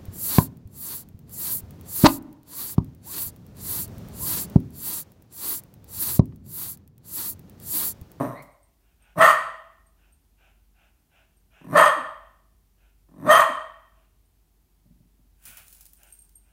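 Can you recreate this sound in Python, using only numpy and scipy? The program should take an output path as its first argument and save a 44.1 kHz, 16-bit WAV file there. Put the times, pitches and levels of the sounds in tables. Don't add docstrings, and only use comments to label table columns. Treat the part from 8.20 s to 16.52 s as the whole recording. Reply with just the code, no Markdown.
import sys
import numpy as np
from scipy import signal
from scipy.fft import rfft, irfft
from scipy.io import wavfile
from scipy.ndimage import uniform_filter1d, minimum_filter1d

SR = 44100
rng = np.random.default_rng(int(sys.argv[2]) if len(sys.argv) > 2 else 0)


def put_to_file(sound):
    columns = np.atleast_2d(sound).T
    safe = np.clip(columns, -1, 1)
    whole_steps = np.round(safe * 32767)
    wavfile.write(sys.argv[1], SR, whole_steps.astype(np.int16))


N = 366912

# start_s, swell_s, fade_s, first_db, peak_db, first_flap_hz, peak_flap_hz,
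# fall_after_peak_db, fade_db, mouth_db_per_oct, jaw_boost_db
GROWL_EVENTS = [(0, .02, .21, -21, -23, 140, 143, -1, -31.5, .5, 1),
                (.957, 0.03, .105, -42, -21, 150, 191, -8.5, -14, 1, 0),
                (3.412, .133, .135, -49, -25, 32, 180, -5.5, -15, 0.5, -7),
                (4.886, .19, .135, -57, -24.5, 32, 157, -9, -12, 0, -6)]
# freq_hz, width_hz, gain_db
SHUT_THROAT_MODES = [(160.66, 62, 2.5), (275, 74, 0.5), (1780.4, 170, -21), (2380, 140, -31.5),
                     (3800, 350, -35), (5900, 520, -36.5), (9450, 1600, -33), (12200, 3200, -34)]
# freq_hz, width_hz, gain_db
JAW_MODES = [(593, 210, -6), (1020, 230, -7.5)]
# freq_hz, density_db
AIR_SPECTRUM = [(12, -33.5), (20, -21.5), (30, -2.5), (53, 0.5), (116, -21), (158, -20), (410, -29),
                (527, -39), (718, -33.5), (1440, -41), (2670, -42), (7950, -43), (14700, -39),
                (16000, -43.5)]
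# start_s, length_s, level_db, first_hz, last_hz
WHINE_EVENTS = [(0.134, 0.089, -48, 1793, 2291), (3.756, 0.059, -41.5, 357, 227),
                (5.288, 0.025, -38, 349, 213)]
# start_s, level_db, scratch_t60_s
CLAW_TAPS = [(.223, -45.5, 0.063), (7.254, -39.5, 0.086), (7.371, -38.5, .042), (7.482, -43, .015),
             (7.527, -47, 0.053), (7.608, -43.5, 0.047), (7.655, -40.5, .016), (7.664, -40.5, 0.019),
             (7.734, -39, 0.0093), (7.833, -41, .012), (8.093, -49, 0.012)]
# freq_hz, gain_db
SCRATCH_SPECTRUM = [(300, -12), (2000, -13.5), (4000, -7.5), (6500, -3), (9000, 0), (9900, 5),
                    (10800, -1.5), (15000, 3), (16500, 1)]
# peak_s, rise_s, fade_s, claw_db, pad_db
PAW_SLIDES = [(7.284, 0.056, 0.098, -44, -50.5), (7.386, 0.045, 0.074, -55, -51.5),
              (7.52, 0.14, 0.32, -53, -80), (7.9, 0.14, 0.3, -60, -88)]
# start_s, level_db
TAG_KNOCKS = [(.316, -53), (.429, -49.5), (.821, -51.5), (1.664, -52), (1.923, -48.5), (2.8, -66.5),
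              (3.167, -54.5), (6.055, -62), (7.767, -48), (7.924, -33), (7.988, -38), (8.154, -35)]
# freq_hz, gain_db, t60_s
TAG_MODES = [(8650, -7.5, 0.089), (8700, -8, 0.058), (8440, -5.5, .03), (11650, -18, 0.11),
             (13040, -20, 0.052)]
# start_s, level_db
PANT_EVENTS = [(.595, -74.5), (0.784, -64), (1.759, -69), (2.165, -63), (2.537, -64.5), (2.894, -62.5),
               (3.299, -59), (4.558, -70), (5.718, -72), (7.515, -71.5), (7.763, -63), (8.21, -73.5)]
# freq_hz, width_hz, gain_db
MUZZLE_MODES = [(700, 420, -3), (1500, 420, -1), (2560, 860, -2.5), (4940, 3000, -22)]
# start_s, attack_s, hold_s, effort_db, top_pitch_hz, mouth_db_per_oct, hiss_db,
# throat_tuning_ratio, rasp_db
BARK_EVENTS = [(0.966, 0.056, 0.087, -8, 669, 2, -22.5, 0.97, -21),
               (3.521, 0.058, 0.1, -8, 651.8, -.5, -23.5, 0.95, -17.5),
               (5.05, .066, .097, -7.5, 634.9, -0.5, -21.5, 0.974, -12)]
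# freq_hz, width_hz, gain_db, jaw_drop_gain_db
OPEN_THROAT_MODES = [(651, 130, -1, -0.5), (1159, 390, 0, 5.5), (1874, 120, 0.5, -2.5),
                     (2965, 190, -19.5, 1)]
# freq_hz, width_hz, gain_db
TEETH_MODES = [(3990, 250, -8.5), (4560, 360, -2.5), (6480, 500, -3), (7500, 360, -7.5), (8580, 900, 1),
               (11080, 860, -4.5), (14000, 890, -6)]
# start_s, level_db
FLOOR_THUMPS = [(6.656, -49.5), (6.706, -48), (6.76, -56.5), (6.803, -51.5), (6.85, -55.5), (6.992, -53.5),
                (7.045, -58)]
# freq_hz, gain_db, t60_s
BOARD_MODES = [(109.7, -4, 0.16), (144.8, 3.5, 0.068), (171.8, 5.5, 0.083), (232.2, -1, 0.095),
               (293, -2.5, 0.052), (595, -11.5, 0.047)]
# freq_hz, gain_db
RUB_SPECTRUM = [(60, 6), (150, 7.5), (400, -16), (700, 1.5), (1000, -5.5), (1480, 7.5), (1900, -0.5),
                (2500, 7), (3500, -3), (7000, -19)]
# freq_hz, t60_s
ROOM_DECAY = [(100, .65), (300, 0.25), (650, 0.74), (1200, 0.63), (2000, 0.64), (3200, 0.68), (6000, 0.49),
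              (9000, 0.49), (15000, 0.29)]


def amp(db):
    return 10 ** (np.asarray(db) / 20)


def unit(x):
    return x / np.sqrt(np.mean(x ** 2) + 1e-20)


def ramp(t, start_s, length_s):
    return np.clip((t - start_s) / length_s, 0, 1)


def arch(length_s):
    return np.sin(np.linspace(0, np.pi, int(length_s * SR)))


def read(points, hz):
    points_hz, values = np.transpose(points)
    return np.interp(np.log(hz + 1), np.log(points_hz + 1), values)


def add(mix, start_s, sound):
    part = mix[max(round(start_s * SR), 0):][:len(sound)]
    part += sound[:len(part)]


def noise(spectrum):
    gain = amp(read(spectrum, np.fft.rfftfreq(N, 1 / SR)))
    return unit(irfft(rfft(rng.standard_normal(N)) * gain, N))


def wander(n, cutoff_hz):
    rolloff = 1 + (np.fft.rfftfreq(SR, 1 / SR) / cutoff_hz) ** 4
    return np.resize(unit(irfft(rfft(rng.standard_normal(SR)) / rolloff)), n)


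def resonate(x, hz, width_hz):
    b, a = signal.iirpeak(hz, hz / width_hz, fs=SR)
    return signal.lfilter(b, a, signal.lfilter(b, a, x))


def tract(x, modes, lift_db_per_oct=0):
    voiced = sum(amp(db + lift_db_per_oct * np.log2(hz / modes[0][0])) * resonate(x, hz, width_hz)
                 for hz, width_hz, db in modes)
    return voiced / np.sqrt(abs(uniform_filter1d(voiced ** 2, size=1500)) + 1e-14)


def growls(jitter=0.11, slowing=0.29, fall_s=0.02, spread_db=5.5, closure_hz=1800):
    out = np.zeros(N)
    for (start_s, swell_s, fade_s, first_db, peak_db, first_hz, peak_hz,
         fall_db, fade_db, mouth_db_per_oct, jaw_db) in GROWL_EVENTS:
        t = np.arange(0, swell_s + fade_s, 1 / SR)
        n = len(t)
        swell, fade = ramp(t, 0, swell_s) ** 1.5, ramp(t, swell_s, fade_s)
        level_db = first_db + (peak_db - first_db) * swell
        level_db += fall_db * ramp(t, swell_s, fall_s) + fade_db * fade
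        flap_hz = first_hz * (peak_hz / first_hz) ** swell * (1 - slowing * fade)
        cycles = np.cumsum(flap_hz * (1 + jitter * wander(n, 70))) / SR
        flaps = np.diff(np.floor(cycles), prepend=-1) * np.sqrt(SR / flap_hz)
        flaps *= amp(spread_db * wander(n, 100))
        flaps = signal.lfilter(*signal.butter(2, closure_hz, fs=SR), flaps)
        puffs = unit(np.exp(-(cycles % 1) / 0.5) * rng.standard_normal(SR)[:n])
        throat = SHUT_THROAT_MODES + [(hz, width_hz, db + jaw_db) for hz, width_hz, db in JAW_MODES]
        add(out, start_s, amp(level_db) * tract(flaps + puffs, throat, mouth_db_per_oct - (1 - swell)))
    return out


def background(hum_hz=48, hum_db=-63.5, waver_db=-8, air_db=-66.5):
    tone = unit(np.sin(2 * np.pi * hum_hz * np.arange(N) / SR))
    waver = unit(resonate(rng.standard_normal(N), hum_hz, width_hz=7))
    air = signal.sosfilt(signal.butter(4, 70, "high", fs=SR, output="sos"), noise(AIR_SPECTRUM))
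    return amp(air_db) * unit(air) + amp(hum_db) * unit(tone + amp(waver_db) * waver)


def whines(jitter=0.045, octave_db=-16):
    out = np.zeros(N)
    for start_s, length_s, level_db, first_hz, last_hz in WHINE_EVENTS:
        flow = arch(length_s)
        pitch_hz = np.linspace(first_hz, last_hz, len(flow)) * (1 + jitter * wander(len(flow), 600))
        phase = 2 * np.pi * np.cumsum(pitch_hz) / SR
        tone = unit(np.sin(phase) + amp(octave_db) * np.sin(2 * phase))
        add(out, start_s, amp(level_db) * flow * tone)
    return out


def slide(peak_s, rise_s, fade_s, edge_db=-16.5):
    t = np.arange(N) / SR - peak_s
    return amp(edge_db * np.maximum(-t / rise_s, t / fade_s))


def claws(grain_db=3):
    taps, t = np.zeros(N), np.arange(SR // 8) / SR
    for start_s, level_db, t60_s in CLAW_TAPS:
        add(taps, start_s, amp(level_db - 60 * t / t60_s))
    scrape = sum(amp(claw_db) * slide(*timing) for *timing, claw_db, _ in PAW_SLIDES)
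    grain = unit(amp(grain_db * wander(N, 360)))
    return (taps + scrape * grain) * noise(SCRATCH_SPECTRUM)


def strikes(blows, modes, rise_s, spread_db=1.3):
    out, t = np.zeros(N), np.arange(SR // 3) / SR
    for start_s, level_db in blows:
        ring = np.zeros(len(t))
        for hz, db, t60_s in modes:
            decay = amp(db + rng.normal(0, spread_db) - 60 * t / t60_s)
            ring += decay * np.sin(2 * np.pi * (hz * t + rng.random()))
        add(out, start_s, amp(level_db) * ring * (1 - np.exp(-t / rise_s)))
    return out


def collar_tag(rattle_s=7.87, gap_s=0.028, rattle_db=-46, spread_db=3, bounces=6):
    rattle = [(rattle_s + gap_s * (k + 0.27 * late), rattle_db + spread_db * loud)
              for k, (late, loud) in enumerate(rng.standard_normal((bounces, 2)))]
    return strikes(TAG_KNOCKS + rattle, TAG_MODES, rise_s=0.0024)


def pants(length_s=0.18):
    flow = np.zeros(N)
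    for start_s, level_db in PANT_EVENTS:
        add(flow, start_s, amp(level_db) * arch(length_s))
    return flow * tract(rng.standard_normal(N), MUZZLE_MODES)


def swirl(x, depth_db=4, above_hz=2200):
    hz, _, spectra = signal.stft(x, SR, nperseg=512, noverlap=384)
    patches = uniform_filter1d(rng.standard_normal((len(hz), 128)), 4, axis=0)
    patches = unit(uniform_filter1d(patches, 12, axis=1))[:, :spectra.shape[1]]
    spectra *= amp(depth_db * patches * (hz[:, None] > above_hz))
    return unit(signal.istft(spectra, nperseg=512, noverlap=384)[1][:len(x)])


def barks(release_s=0.07, jitter=0.03, rasp_hz=3136, rasp_width_hz=170):
    out = np.zeros(N)
    for (start_s, attack_s, hold_s, top_db, top_hz,
         mouth_db_per_oct, hiss_db, tuning, rasp_db) in BARK_EVENTS:
        t = np.arange(0, attack_s + hold_s + release_s, 1 / SR)
        n = len(t)
        onset = 1 - ramp(t, 0, attack_s)
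        held = ramp(t, attack_s, hold_s)
        release = ramp(t, attack_s + hold_s, release_s)
        effort_db = top_db - 34 * onset ** 1.6 - 6 * held - 25.5 * release
        pitch_hz = top_hz * (1 - 0.2 * onset ** 1.3 - 0.1 * held ** 2 - 0.16 * release)
        roughness = 0.45 + 0.34 * (onset + release)
        lift_db_per_oct = mouth_db_per_oct - 16 * onset + 2.5 * held - 5.5 * release
        cycles = np.cumsum(pitch_hz * (1 + jitter * wander(n, 220))) / SR
        flutter = 1 + wander(n, 300)
        folds = unit(flutter * sum(np.cos(2 * np.pi * k * cycles) for k in range(1, 9)))
        puffs = swirl((0.5 + np.exp(-(cycles % 1) / 0.16)) * rng.standard_normal(SR)[:n])
        throat = [(hz * tuning, width_hz, db + jaw_db * held)
                  for hz, width_hz, db, jaw_db in OPEN_THROAT_MODES]
        throat.append((rasp_hz, rasp_width_hz, rasp_db))
        voice = tract((1 - roughness) * folds + 2 * roughness * puffs, throat, lift_db_per_oct)
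        teeth_db = hiss_db - 9 * onset - 12.5 * release + 0.5 * lift_db_per_oct + 2 * wander(n, 81)
        hiss = amp(teeth_db) * tract(puffs, TEETH_MODES)
        add(out, start_s, amp(effort_db) * (voice + hiss))
    return out


def thumps():
    return strikes(FLOOR_THUMPS, BOARD_MODES, rise_s=0.0026)


def pads():
    force = sum(amp(pad_db) * slide(*timing) for *timing, _, pad_db in PAW_SLIDES)
    return force * noise(RUB_SPECTRUM)


def room(x, early_db=4, early_s=0.019, density=0.15):
    taps = rng.standard_normal(SR) * (rng.random(SR) < density)
    taps[:SR // 400 + 1] = 0
    hz, t, spectra = signal.stft(taps, SR, nperseg=256)
    decay = amp(early_db * np.exp(-t / early_s) - 60 * t / read(ROOM_DECAY, hz)[:, None])
    decay /= np.linalg.norm(decay, axis=1, keepdims=True)
    tail = signal.istft(spectra * decay, SR, nperseg=256)[1]
    return signal.fftconvolve(x, tail / np.linalg.norm(tail))[:N]


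def scene():
    voice = barks() + growls() + whines() + pants()
    movement = claws() + collar_tag() + amp(-2) * thumps() + pads()
    direct = amp(-1) * voice + amp(-1.5) * movement
    reflected = room(amp(-5.5) * voice + amp(-8.5) * movement)
    return (direct + reflected + background())[None]


def record(dry, ceiling=0.77, hold_s=0.0023, cutoff_hz=15850):
    hold = int(hold_s * SR)
    gain = minimum_filter1d(np.minimum(1, ceiling / (abs(dry) + 1e-9)), hold)
    limited = dry * uniform_filter1d(gain, hold)
    lowpass = signal.firwin(511, cutoff_hz, window=("kaiser", 9), fs=SR)
    return signal.oaconvolve(limited, lowpass[None], "same")


dry = scene()
out = record(dry)
put_to_file(out)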